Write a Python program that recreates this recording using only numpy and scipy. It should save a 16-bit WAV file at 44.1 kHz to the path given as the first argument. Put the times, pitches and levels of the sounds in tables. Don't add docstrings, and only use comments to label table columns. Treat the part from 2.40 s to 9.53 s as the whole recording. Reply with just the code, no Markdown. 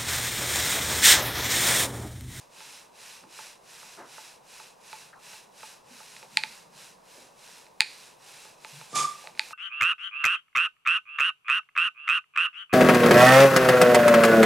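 import sys
import numpy as np
from scipy import signal
from scipy.fft import rfft, irfft, next_fast_len
from scipy.io import wavfile

SR = 44100
rng = np.random.default_rng(int(sys.argv[2]) if len(sys.argv) > 2 else 0)


def unload_wav(signal):
    wavfile.write(
        sys.argv[1],
        SR,
        np.round(np.clip(np.atleast_2d(signal).T, -1, 1) * 32767).astype(np.int16),
    )


N = 314433
TIME = np.arange(N) / SR

# (frequency [Hz], left-right likeness [0..1])
NEAR_LIKENESS = [(130, 0.94), (400, 1), (1000, 0.82), (3000, 0.94), (15000, 0.92)]


def from_db(db):
    return 10 ** (np.asarray(db) / 20)


def rms_one(x):
    return x / np.sqrt(np.mean(x ** 2) + 1e-20)


def at_hz(points, hz):
    f, value = np.transpose(points)
    return np.interp(np.log(np.maximum(hz, 1)), np.log(f), value)


def pan(left_db):
    return from_db(np.array([[left_db], [-left_db]]) / 2)


def fade(age_s, t60):
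    return np.exp(-np.log(1000) * age_s / t60)


def butter(x, order, hz, kind):
    return signal.sosfilt(signal.butter(order, hz, kind, fs=SR, output="sos"), x)


def coloured(white, spectrum, likeness):
    size = next_fast_len(white.shape[1])
    hz = np.arange(size // 2 + 1) * SR / size
    mid, side = rfft(white, size) * from_db(at_hz(spectrum, hz))
    alike = np.clip(at_hz(likeness, hz), -1, 1)
    pair = np.sqrt(1 + alike) * mid + np.sqrt(1 - alike) * side * np.array([[1], [-1]])
    return rms_one(irfft(pair, size)[:, :white.shape[1]])


def resonance(x, hz, width_hz):
    r = np.exp(-np.pi * width_hz / SR)
    poles = [1, -2 * r * np.cos(2 * np.pi * hz / SR), r * r]
    return signal.lfilter(np.array([1, 0, -1]) * (1 - r * r) / 2, poles, x)


def narrow_noise(shape, hz, width_hz):
    once = resonance(rng.standard_normal(shape), hz, width_hz)
    return rms_one(resonance(once, hz, width_hz))


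def peaks_and_dips(x, rows):
    for hz, width_hz, db in rows:
        x = x + (from_db(db) - 1) * resonance(x, hz, width_hz)
    return x


def ring(clicks, hz, t60):
    r, w = fade(1 / SR, t60), 2 * np.pi * hz / SR
    return signal.lfilter([0, np.sin(w)], [1, -2 * r * np.cos(w), r * r], clicks + 1e-18)


def struck(force, modes):
    return sum((-1) ** k * from_db(db) * ring(force, hz, t60) for k, (hz, db, t60) in enumerate(modes))


def add_contact(track, time_s, db, bright_hz, size=128):
    age = np.arange(size) * 2 * np.pi * bright_hz / SR
    force = age * np.exp(-age)
    at = np.clip(round(time_s * SR) + np.arange(size), 0, N - 1)
    track[at] += from_db(db) * force / force.sum()


def swell(start_s, attack_s, hold_s, release_t60, db, tail_db=-15, tail_t60=.65):
    rise = np.clip((TIME - start_s) / attack_s, 0, 1) ** 2
    released_s = np.maximum(TIME - start_s - attack_s - hold_s, 0)
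    fall = np.maximum(fade(released_s, release_t60), from_db(tail_db) * fade(released_s, tail_t60))
    return from_db(db) * rise * fall


def room_tone():
    colour = [(25, -8), (60, -12), (95, -10), (140, 0.5), (200, -0.5), (300, -3), (480, 5), (700, 2.5),
              (980, 6.5), (1350, -6.5), (2500, -17.5), (5000, -38), (10000, -26.5), (16000, -29.5)]
    likeness = [(30, 0.5), (130, 0.99), (300, 0.18), (640, 0.033), (1400, 0.13), (3000, 0.27), (15000, 1)]
    return coloured(rng.standard_normal((2, N)), colour, likeness)


def room_echo(x, t60=.45, gap_s=.008, early_db=2, early_t60=.05, size=26000):
    colour = [(200, -4), (900, -2), (1500, -2), (2400, 0), (3100, -1), (4200, 0), (7000, 1), (16000, -1)]
    age = np.arange(size) / SR - gap_s
    decay = fade(np.abs(age), t60) + from_db(early_db) * fade(np.abs(age), early_t60)
    echoes = coloured(rng.standard_normal((2, size)), colour, NEAR_LIKENESS) * decay * (age > 0)
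    return signal.fftconvolve(x, rms_one(echoes) / np.sqrt(size), axes=1)[:, :N]


def scuffs():
    # (start [s], swell [s], low edge [Hz], high edge [Hz], level [dB])
    shifts = [(0.825, .025, 160, 450, -57), (1.568, .031, 210, 1500, -45), (2.728, .006, 1250, 1800, -48),
              (2.742, .018, 750, 1400, -53.5), (3.505, .022, 200, 260, -56), (3.822, .012, 400, 950, -52),
              (3.90, .07, 140, 250, -59), (4.20, .16, 140, 220, -66), (4.74, .05, 280, 640, -58),
              (6.31, .055, 132, 164, -54.5), (6.518, .03, 220, 850, -45.5), (6.525, .05, 134, 160, -49.5),
              (6.835, .02, 500, 950, -50)]
    rub = coloured(rng.standard_normal((2, N)), [(100, 0), (3000, 0)], NEAR_LIKENESS)
    out = np.zeros((2, N))
    for start_s, swell_s, low_hz, high_hz, db in shifts:
        age = np.clip((TIME - start_s) / swell_s, 0, 20)
        band = rms_one(butter(rub, 3, [low_hz, high_hz], "band"))
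        out += from_db(db) * age * np.exp(1 - age) * band
    return out


def skid_hiss(rings_db=-2.5):
    colour = [(70, -28), (140, 2), (300, -0.5), (620, 3.5), (900, 3.5), (1800, 1), (3000, 2), (5000, 3.5),
              (7300, 4), (9500, 1.5), (11500, -7), (13500, -34), (16000, -48)]
    likeness = [(130, .9), (500, .7), (3000, .9), (7000, .84), (15000, .72)]
    peaks = [(2360, 75, -9.5), (3520, 65, -8), (4790, 110, -11), (5487, 17, -10.5), (6505, 45, -9.5),
             (7230, 140, -15), (7240, 18, -11), (7300, 27, -13)]
    hiss = coloured(rng.standard_normal((2, N)), colour, likeness)
    rub = rng.standard_normal(N)
    rings = sum(from_db(db + rings_db) * rms_one(resonance(rub, hz, width)) for hz, width, db in peaks)
    touch = swell(start_s=6.45, attack_s=.08, hold_s=.02, release_t60=.1, db=-48.5)
    slide = swell(start_s=6.546, attack_s=.01, hold_s=.046, release_t60=.35, db=-30.1)
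    return (touch + slide) * (hiss + rings)


def skid_squeal(hz=1190, throb_hz=28.3, throb_peak_s=6.615):
    turn = 2 * np.pi * (TIME - throb_peak_s)
    tones = np.cos(hz * turn) + .42 * np.cos((hz - throb_hz) * turn)
    waver = .38 * narrow_noise((2, N), hz, width_hz=90)
    return swell(start_s=6.522, attack_s=.04, hold_s=.09, release_t60=.31, db=-24.8) * (tones + waver)


def frame_snap(force):
    modes = [(1850, -5.5, .004), (2480, -3.5, .0055), (3750, 0, .0035), (4600, -1, .0035), (6600, -5, .001),
             (9000, -4.5, .0018)]
    tail = [(2430, -44, .14), (4080, -42, .14)]
    gaps = [(1130, 220, -12), (2930, 150, -4)]
    snap = peaks_and_dips(struck(force, modes + tail), gaps)
    return butter(snap, 2, 1100, "high")


def thud(sheet_force, sleeve_force):
    sheet_modes = [(430, -14, .016), (620, -8, .014), (800, -8, .012), (1000, -9, .012), (1280, -5, .009),
                   (1820, -7, .006)]
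    body = struck(sheet_force, sheet_modes) + ring(sleeve_force, hz=872, t60=.11)
    return butter(body, 1, 200, "high")


def knocks(catch_s=.00044, catch_db=-9, thud_hz=4000, sleeve_lag_s=.00203,
           rattle_gap_s=.005, rattle_db=-18, rattle_loss_db=1.5):
    blows = [(0.205, -22.5, -46), (0.838, -40, -49), (0.989, -32, -39.5), (1.430, -42, -47.5),
             (1.781, -36, -40), (2.199, -25.5, -43), (2.529, -17.5, -35), (2.933, -44, -47),
             (3.231, -25, -38), (3.603, -36, -45.5), (3.765, -21, -56), (3.828, -22.5, -47),
             (3.9699, -11, -45), (3.9714, 0, -28), (4.0359, -5.5, -34.5), (5.266, -30, -58),
             (5.4011, -25, -57), (5.4056, 1.6, -29.5), (5.4187, -6.5, -42), (6.052, -33, -48),
             (6.247, -15.5, -40.5), (6.412, -24, -43), (6.872, -15, -43), (6.951, -29, -58),
             (6.975, -24, -55), (6.9941, -2.7, -34.5), (7.107, -20.5, -42)]
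    frame, sheet, sleeve = np.zeros((3, N))
    rattles = rattle_gap_s * np.cumsum(.5 + rng.random((len(blows), 5)), axis=1)
    for (time_s, snap_db, ring_db), delays in zip(blows, rattles):
        bright_hz = 1650 + 5000 * from_db(snap_db) ** 2
        add_contact(frame, time_s, snap_db + catch_db, bright_hz)
        add_contact(frame, time_s + catch_s, snap_db, bright_hz)
        sheet_db = min(ring_db + 13, -26)
        add_contact(sheet, time_s, sheet_db, thud_hz)
        add_contact(sleeve, time_s + sleeve_lag_s, ring_db, thud_hz)
        for k, delay in enumerate(delays):
            add_contact(frame, time_s + delay, snap_db + rattle_db - k * rattle_loss_db, bright_hz / 2)
    return frame_snap(frame) + thud(sheet, sleeve) * pan(-2)


def rolling_motion(speed_up_s=.172, slow_down_s=.203, rest_db=-69.3):
    # (start [s], length [s], drive [dB], rasp relative to drive [dB])
    strokes = [(-0.306, .431, -55.3, -13), (0.058, .476, -52.9, -12), (0.488, .422, -52.7, -9),
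               (0.833, .397, -51, -11), (1.182, .524, -54, -16), (1.590, .453, -53.4, -15),
               (1.996, .406, -54.2, -10), (2.351, .433, -53.9, -13), (2.743, .379, -52.5, -12),
               (3.085, .370, -52.5, -17), (3.405, .556, -55, -17), (3.824, .505, -54.5, -20),
               (4.269, .346, -53.2, -28), (4.587, .393, -57, -15), (4.902, .448, -55.8, -26),
               (5.357, .468, -56, -14), (5.739, .486, -54.7, -11), (6.137, .467, -54.3, -12),
               (6.510, .493, -54.6, -11), (6.892, .478, -54, -10)]
    power, rasp = from_db(rest_db) ** 2, 0
    for start_s, length_s, drive_db, rasp_db in strokes:
        ramps = np.clip([(TIME - start_s) / speed_up_s, (start_s + length_s - TIME) / slow_down_s], 0, 1)
        speed = from_db(drive_db) * np.prod(np.sin(np.pi / 2 * ramps) ** 2, axis=0)
        power += speed ** 2
        rasp += from_db(rasp_db) * speed
    return np.sqrt(power), rasp


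def foam(grains_per_s=4000, spread_db=2.2, grain_db=-2.5, tacks_per_s=5, tack_db=20):
    peel_colour = [(300, -23.5), (600, -8.5), (900, -2.5), (1250, -4), (1550, 0), (2050, -2.5), (2700, -2),
                   (4000, -3), (5400, 0), (7000, -3), (9900, -5), (12500, -12), (16000, -26.5)]
    roller_colour = [(2620, 340, 4.5), (3100, 120, -3), (4045, 410, 5), (4380, 220, -6.5)]
    speed, rasp = rolling_motion()
    peels = rng.random(N) < grains_per_s * speed / speed.max() / SR
    sizes = from_db(spread_db * np.minimum(rng.exponential(1, N), 5)) * rng.choice([-1, 1], N)
    white = rng.standard_normal((2, N))
    white[0] += from_db(grain_db) * rms_one(peels * sizes)
    white[0] += from_db(tack_db) * (rng.random(N) < tacks_per_s / SR)
    hiss = peaks_and_dips(coloured(white, peel_colour, NEAR_LIKENESS), roller_colour)
    hollow_card = narrow_noise(N, hz=2560, width_hz=600)
    return speed * hiss + rasp * hollow_card


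def scene():
    rolling = from_db(3.3) * foam() * pan(-1.03)
    knocking = knocks() * pan(-2.4)
    echo = from_db(-14.5) * room_echo(knocking)
    air = from_db(-57) * room_tone()
    scuffing = scuffs()
    skid = skid_hiss() * pan(-2.4) + skid_squeal() * pan(-4.5)
    return air + echo + scuffing + skid + knocking + rolling


def record(dry, cutoff_hz=15800):
    low_pass = signal.ellip(12, .1, 80, cutoff_hz, fs=SR, output="sos")
    return signal.sosfilt(low_pass, np.clip(dry, -1, 1))


dry = scene()
out = record(dry)
unload_wav(out)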